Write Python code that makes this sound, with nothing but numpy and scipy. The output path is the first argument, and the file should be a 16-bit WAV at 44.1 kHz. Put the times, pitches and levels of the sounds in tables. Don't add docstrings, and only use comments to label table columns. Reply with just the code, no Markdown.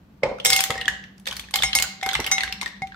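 import sys
import numpy as np
from scipy import signal
from scipy.fft import rfft, irfft
from scipy.io import wavfile
from scipy.ndimage import uniform_filter1d

SR = 44100
rng = np.random.default_rng(int(sys.argv[2]) if len(sys.argv) > 2 else 0)


def dump(signal):
    limited = np.clip(np.atleast_2d(signal).T, -1, 1)
    pcm = np.round(limited * 32767).astype(np.int16)
    wavfile.write(sys.argv[1], SR, pcm)


def level_to_linear(level):
    exponent = np.asarray(level, float) / 20
    return 10 ** exponent


N = 130095

# (time
# [s], peak level # [dB], shell pitch [Hz], treble level [dB])
FURTHER_CLACKS = [(.297, -31, 2150, -29), (0.3855, -30, 1320, -25), (0.4654, -19, 3800, 1.5),
                  (0.723, -21, 3380, -34), (0.741, -24.5, 1980, -25), (0.755, -20, 1780, -27),
                  (0.807, -26, 2850, -25), (1.18, -43, 5430, -12), (1.198, -50, 7160, -5.5),
                  (1.2734, -15.5, 2350, -15.5), (1.3557, -38, 3800, -9), (1.439, -30, 2500, -50),
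                  (1.486, -32, 1740, -26), (1.5094, -34, 8700, -7), (2.0125, -25.5, 1840, -24),
                  (2.5754, -29, 4020, -48), (2.765, -34, 1810, -33), (2.8715, -33, 2330, -18)]
CRASH_CLACKS = [
    (0.4499, -10.5, 3750, -5),
    (0.4581, -3.5, 3290, -13.5),
    (0.5025, -7.5, 7530, -6),
    (0.5309, -5, 4990, -10.5),
    (0.5627, -11, 6250, -4.5),
    (0.5905, -8.5, 3330, -19.5),
    (0.6059, -10, 4840, -7),
    (0.6388, -13.5, 12000, -4),
]
POUR_CLACKS = [(0.2344, -7, 2153, -31), (0.4, -17.5, 3180, -29), (0.7046, -10, 2063, -16),
               (0.778, -23, 5070, -19), (0.8123, -16.5, 2826, -21), (0.8556, -21.5, 3260, -21.5),
               (0.8809, -8, 3006, -20), (1.039, -28.5, 1850, -26.5), (1.2568, -27.5, 3780, -15.5),
               (1.268, -19, 1644, -16.5), (1.285, -15, 4500, -20.5), (1.3112, -16.5, 3040, -20),
               (1.3263, -26, 1490, -9.5), (1.3667, -21, 4360, -8), (1.3953, -20.5, 3370, -11.5),
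               (1.5398, -7.5, 3950, -16.5), (1.5578, -8.5, 3070, -9), (1.5881, -10, 3180, -36),
                 (1.6229, -8.5, 3190, -17), (1.634, -6.5, 2150, -15.5), (1.731, -6.5, 3030, -28),
                 (1.7516, -9.5, 2105, -5.5), (1.7874, -14, 2060, -9), (1.7994, -18.5, 2130, -7),
                 (1.8236, -9.5, 4090, -6.5), (1.8404, -27, 1970, -15.5), (2.0303, -13, 2090, -20),
                 (2.0619, -16, 2104, -12), (2.0896, -10.5, 2070, -19), (2.1116, -12.5, 3430, -28),
                 (2.1322, -18, 1460, -10.5), (2.1398, -7.5, 3500, -47), (2.1517, -5.5, 2090, -22.5),
               (2.2014, -17.5, 2040, -12), (2.2433, -13.5, 3010, -22.5), (2.2648, -15.5, 2720, -10),
               (2.2737, -12, 3000, -28), (2.3141, -7, 2036, -14), (2.3815, -5.5, 2070, -26),
               (2.4069, -10, 2040, -21), (2.4344, -8.5, 1645, -20), (2.4768, -16, 2034, -31),
               (2.5247, -14, 5130, -19), (2.613, -15.5, 2165, -17.5), (2.630, -19.5, 2160, -18),
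               (2.6599, -15, 1730, -24), (2.6774, -24.5, 1820, -17.5), (2.82, -24, 2045, -22.5),
               (2.9205, -25.5, 1640, -45), (2.9444, -30, 1430, -33)]
ALL_CLACKS = FURTHER_CLACKS + CRASH_CLACKS + POUR_CLACKS
# (time [s], lowest mode level [dB], second mode level [dB], upper modes level [dB], ring length factor [1])
BOWL_STRIKES = [(0.232, -60, -15, -43, 0.16), (0.448, -27.5, -21.5, -19.5, 1.46),
                (0.523, -28, -12.5, -16, 2), (0.563, -31.5, -22.5, -30, 1.4),
                (0.581, -31, -29.5, -33.5, 1.2), (0.702, -31, -32, -59, 1.3),
                (0.883, -40.5, -49.5, -36, 0.72), (1.539, -28.5, -17.5, -27, 0.4),
                (1.635, -32.5, -18.5, -22, 0.76), (1.751, -30.5, -19, -17.5, 0.98),
                (1.787, -39, -28.5, -61, 1.55), (2.027, -21, -23, -45, 0.87), (2.263, -34.5, -20, -47, 0.3),
                (2.315, -27, -19.5, -17, 1.1), (2.614, -42.5, -27.5, -32.5, 0.33),
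                (2.82, -22.5, -27, -47, 0.33)]
# (frequency [Hz], level [dB], T60 [s])
BOWL_MODES = [(772, -2, 0.6), (2146, 0, 0.33), (3862, 0, 0.25), (5087, 0, 0.12), (5437, -1, 0.25),
              (6115, 2, 0.13), (6647, 0, 0.25), (7815, -8, 0.15), (8030, -8, .15), (8640, -2, 0.2),
              (10860, -9, .2), (5290, -2, .15)]
STRIKE_ARCS = [.6, 0, -.9, 0, 0, .3, -.6, .3, .1, .15, .3, .6, .6, .95, 0, .2]
MODE_ARCS = [0, 0, .6, -1, 0, 1, 0, -1, 1, 0, 0, 1]
# (time [s], note level [dB], pitch [Hz], T60 [s], slap level [dB])
LANDINGS = [(.222, -42, 470, 0.037, -28.5), (.233, -8.5, 528, 0.059, -14), (0.233, -24, 1101, 0.071, -23.5),
            (0.255, -15.5, 513, 0.069, -17), (.29, -28.5, 700, 0.11, -34), (.313, -22, 475, 0.074, -23.5),
            (0.453, -30.5, 484.6, 0.35, -34.5), (.698, -23, 491, 0.053, -22), (.700, -31, 108, 0.029, -18),
            (.703, -21, 1150, 0.035, -15), (.755, -30, 503, 0.046, -26.5), (0.776, -30, 1882, 0.23, -41),
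            (.814, -14.5, 1850, 0.018, -46), (.849, -22.5, 1850, 0.027, -38), (.860, -46, 300, .04, -32),
            (.880, 0.5, 1729, 0.021, -18), (0.891, -21, 1803, 0.052, -58), (1.27, -36.5, 530, 0.1, -40),
            (2.061, -22, 915, 0.023, -12.5), (2.191, -24.5, 409, 0.037, -21), (2.194, -20, 828, .04, -17.5),
            (2.198, -33, 253, 0.076, -32), (2.624, -22.5, 1005, 0.028, -26),
            (2.818, -30.5, 144, 0.066, -41), (1.540, -22, 838, .06, -32), (1.752, -24.5, 837, 0.058, -23),
            (1.84, -21.5, 1484, 0.034, -25.5), (2.661, -13.5, 1858, 0.023, -31),
            (.8135, -17, 2890, 0.028, -38), (.856, -16, 3290, 0.021, -36), (1.731, -13, 3096, 0.022, -37),
            (1.587, -19, 3130, 0.039, -37)]
# (frequency [Hz], level [dB], T60 [s])
TABLE_MODES = [(58.6, -26.5, 0.24), (79.7, -33.5, 0.24), (141, -26, 0.12)]
# (frequency [Hz], T60 [s])
ROOM_T60 = [(450, 0.74), (2000, 0.46), (5000, 0.51), (10000, 0.25)]
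# (frequency [Hz], level per Hz [dB])
AIR_SPECTRUM = [(24, -48), (40, -20), (140, -3.5), (215, -5.5), (422, -18.5), (4340, -38), (10200, -51),
                (16000, -41)]

PORT_LAG_S = 0.00009
ALIKE_BELOW_HZ = 870
BASS_SIDE_DB = -15
OPPOSITE = np.array([[1], [-1]])


def unit(x):
    return x / np.sqrt(np.mean(x ** 2))


def curve(table, hz):
    table = np.array(table)
    return np.interp(np.log(np.maximum(hz, 1)), np.log(np.maximum(table[:, 0], 1)), table[:, 1])


def band(x, hz, width):
    f = np.arange(x.shape[-1] // 2 + 1) * SR / x.shape[-1]
    return irfft(rfft(x) / (1 + ((f - hz) / width * 2) ** 4), x.shape[-1])


def walk(rate):
    k = int(SR / rate)
    smooth = uniform_filter1d(rng.standard_normal(N), k)
    return unit(uniform_filter1d(smooth, k))


def ring(t, hz, db, t60, rise):
    t = np.maximum(t, 0)[..., None]
    decay = level_to_linear(db - 60 * t / t60)
    onset = 1 - np.exp(-t / rise)
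    return (decay * onset * np.sin(2 * np.pi * hz * t)).sum(-1)


def add(out, s, sound):
    i = int(s * SR)
    out[:, i:i + sound.shape[1]] += sound[:, :max(N - i, 0)]


def ports(count, place):
    return np.arange(count) / SR - PORT_LAG_S * (1.06 + place * OPPOSITE)


def clacks():
    lead_s, crack_s, rattle_s = 0.0025, 0.0012, 0.012
    out = np.zeros((2, N))
    f = np.arange(1025) * SR / 2048
    for s, db, hz, treble_db in ALL_CLACKS:
        t = ports(count=2048, place=rng.uniform(-1.58, 1)) - 3 * lead_s
        t60 = 0.019 * (2500 / hz) ** 0.5
        note = ring(t, hz * np.array([1, 1.07]), 1.5 - np.array([0, 5]), t60, rise=0.0019)

        ripple = unit(uniform_filter1d(rng.standard_normal(len(f)), size=24))
        slope = np.clip(np.log(f / 3695 + 1e-9) / 1.14, 0, 1.3)
        low_cut = 1 + (1343 / (f + 1)) ** 3
        colour = level_to_linear(3.5 * ripple + (treble_db - 0.5) * slope) / low_cut
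        noise = rng.standard_normal((3, len(t[0])))
        grit = irfft(rfft(noise[:2] + 0.5 * noise[2]) * colour)
        grit = grit * level_to_linear(0.37 * (treble_db + 18.5))

        age = np.maximum(t, 0)
        scrape = level_to_linear(-18) * grit * np.exp(-np.abs(t) / lead_s)
        decay = np.exp(-age / crack_s) + level_to_linear(-10.5) * np.exp(-age / rattle_s)
        crack = 0.95 * grit * (1 - np.exp(-age / 0.00017)) * decay
        pan_db = -1.5 * rng.standard_normal() * 0.5 * OPPOSITE
        add(out, s - 3 * lead_s, (note + scrape + crack) * level_to_linear(db + pan_db))
    return out


def bowl():
    choke_s, spot_db, arc_loss_db = 0.001, 1, 14
    t, out = np.arange(N) / SR, np.zeros((2, N))
    starts = [row[0] for row in BOWL_STRIKES] + [9]
    spot = rng.standard_normal((len(BOWL_STRIKES), len(BOWL_MODES)))
    for m, (hz, db, t60) in enumerate(BOWL_MODES):
        size = np.zeros(N)
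        for k, (s, *levels, length) in enumerate(BOWL_STRIKES):
            following = starts[k + 1]
            a, b = int(s * SR), int((following + 6 * choke_s) * SR)
            age = t[a:b] - s
            choke = np.exp(-np.maximum(t[a:b] - following, 0) / choke_s)
            gain_db = db + levels[min(m, 2)]
            if m > 1:
                gain_db += spot_db * spot[k, m] - arc_loss_db * abs(MODE_ARCS[m] - STRIKE_ARCS[k])
            decay = level_to_linear(gain_db - 60 * age / (t60 * length))
            size[a:b] += decay * choke * np.clip(age / 0.00032, 0, 1)
        phase = min(hz / 2600, 1.2) * rng.uniform(0.57, 1) * OPPOSITE
        wobble = level_to_linear(3 * walk(45))
        out += size * wobble * np.sin(2 * np.pi * hz * t + phase)
    return out


def thuds():
    out, t = np.zeros((2, N)), np.arange(SR // 4) / SR
    for s, db, hz, t60, slap_db in LANDINGS:
        noise = rng.standard_normal(len(t)) + 0.2 * rng.standard_normal((2, len(t)))
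        slap_decay = level_to_linear(slap_db - 4 - 60 * t / (1.57 * t60))
        slap = unit(band(noise, hz, hz * 2.64)) * slap_decay * (1 - np.exp(-t / 0.0044))
        knock = ring(t, hz * np.array([1, 1.09]), db - np.array([0, 5]), t60, rise=0.0014)
        add(out, s, slap + knock)
    return out


def blows():
    train = np.zeros(N)
    for s, db, *_ in ALL_CLACKS:
        train[int(s * SR)] = level_to_linear(db)
    return train


def ticks():
    ticks_per_s, settle_s, t60_s = 380, 0.03, 0.0053
    out = np.zeros((2, N))
    unrest = signal.lfilter([1], [1, -np.exp(-1 / settle_s / SR)], blows()) + 0.00095
    for u in rng.random((int(ticks_per_s * N / SR), 7)):
        s = u[0] * (N / SR - 0.01)
        hz = 700 * 14 ** u[2:5]
        db = -23 - 4.5 * np.log(u[1] + 0.03)
        db = db - 5 * np.log2(hz / 2500) * (hz > 2500)
        t = ports(count=400, place=2 * u[5] - 1)
        tick = ring(t, hz, db, t60_s * (0.5 + u[6]), rise=0.00063)
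        add(out, s, tick * unrest[int(s * SR)])
    return out


def table():
    hz, db, t60 = np.array(TABLE_MODES).T
    pushes = np.sqrt(blows()) * rng.standard_normal(N)
    response = ring(np.arange(SR // 4) / SR, hz, db, t60, rise=0.03)
    return signal.fftconvolve(pushes, response)[:N] * level_to_linear(-0.6 * OPPOSITE)


def room(dry):
    t, tail = np.arange(SR // 2) / SR, 0
    for hz in 90 * 2 ** np.arange(0, 8, 0.5):
        mid, side = band(rng.standard_normal((2, len(t))), hz, hz * 0.36)
        both = mid + min(hz / ALIKE_BELOW_HZ, 1) * side * OPPOSITE
        tail = tail + both * level_to_linear(-60 * t / curve(ROOM_T60, hz)) * (1 - np.exp(-t / 0.00043))
    tail = tail / np.sqrt((tail ** 2).sum(1).mean())
    return level_to_linear(-9) * signal.fftconvolve(dry, tail, axes=1)[:, :N]


def hum():
    f = np.arange(N // 2 + 1) * SR / N
    mid, side = rfft(rng.standard_normal((2, N))) * level_to_linear(curve(AIR_SPECTRUM, f))
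    side = side * np.clip(f / ALIKE_BELOW_HZ, level_to_linear(BASS_SIDE_DB), 0.9)
    air = unit(irfft(np.array([mid + side, mid - side]), N)) * level_to_linear(-53.5 + 0.5 * walk(45))

    pair = np.array([[1, -2.0], [1, -2.7]]) * level_to_linear([0, BASS_SIDE_DB])
    motor = unit(band(pair @ rng.standard_normal((2, N)), hz=194.4, width=22.4)) * level_to_linear(-52.5)
    rumble = unit(band(pair @ rng.standard_normal((2, N)), hz=59.6, width=54))
    rumble = rumble * level_to_linear(-63.5 + 3 * walk(5.8))
    return air + motor + rumble


def scene():
    shells = clacks() + thuds() + ticks()
    rings = bowl()
    return shells + rings + table() + room(shells + level_to_linear(-14) * rings) + hum()


def low_pass(x):
    return signal.sosfilt(signal.butter(12, 16990, fs=SR, output="sos"), x)


def record(dry):
    thin = signal.sosfilt(signal.butter(2, 51, "high", fs=SR, output="sos"), dry)
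    thin = signal.sosfilt(signal.butter(10, 15000, fs=SR, output="sos"), thin)
    mix = np.tanh(thin * 1.093) / 1.096
    return low_pass(mix)


dry = scene()
out = record(dry)
dump(out)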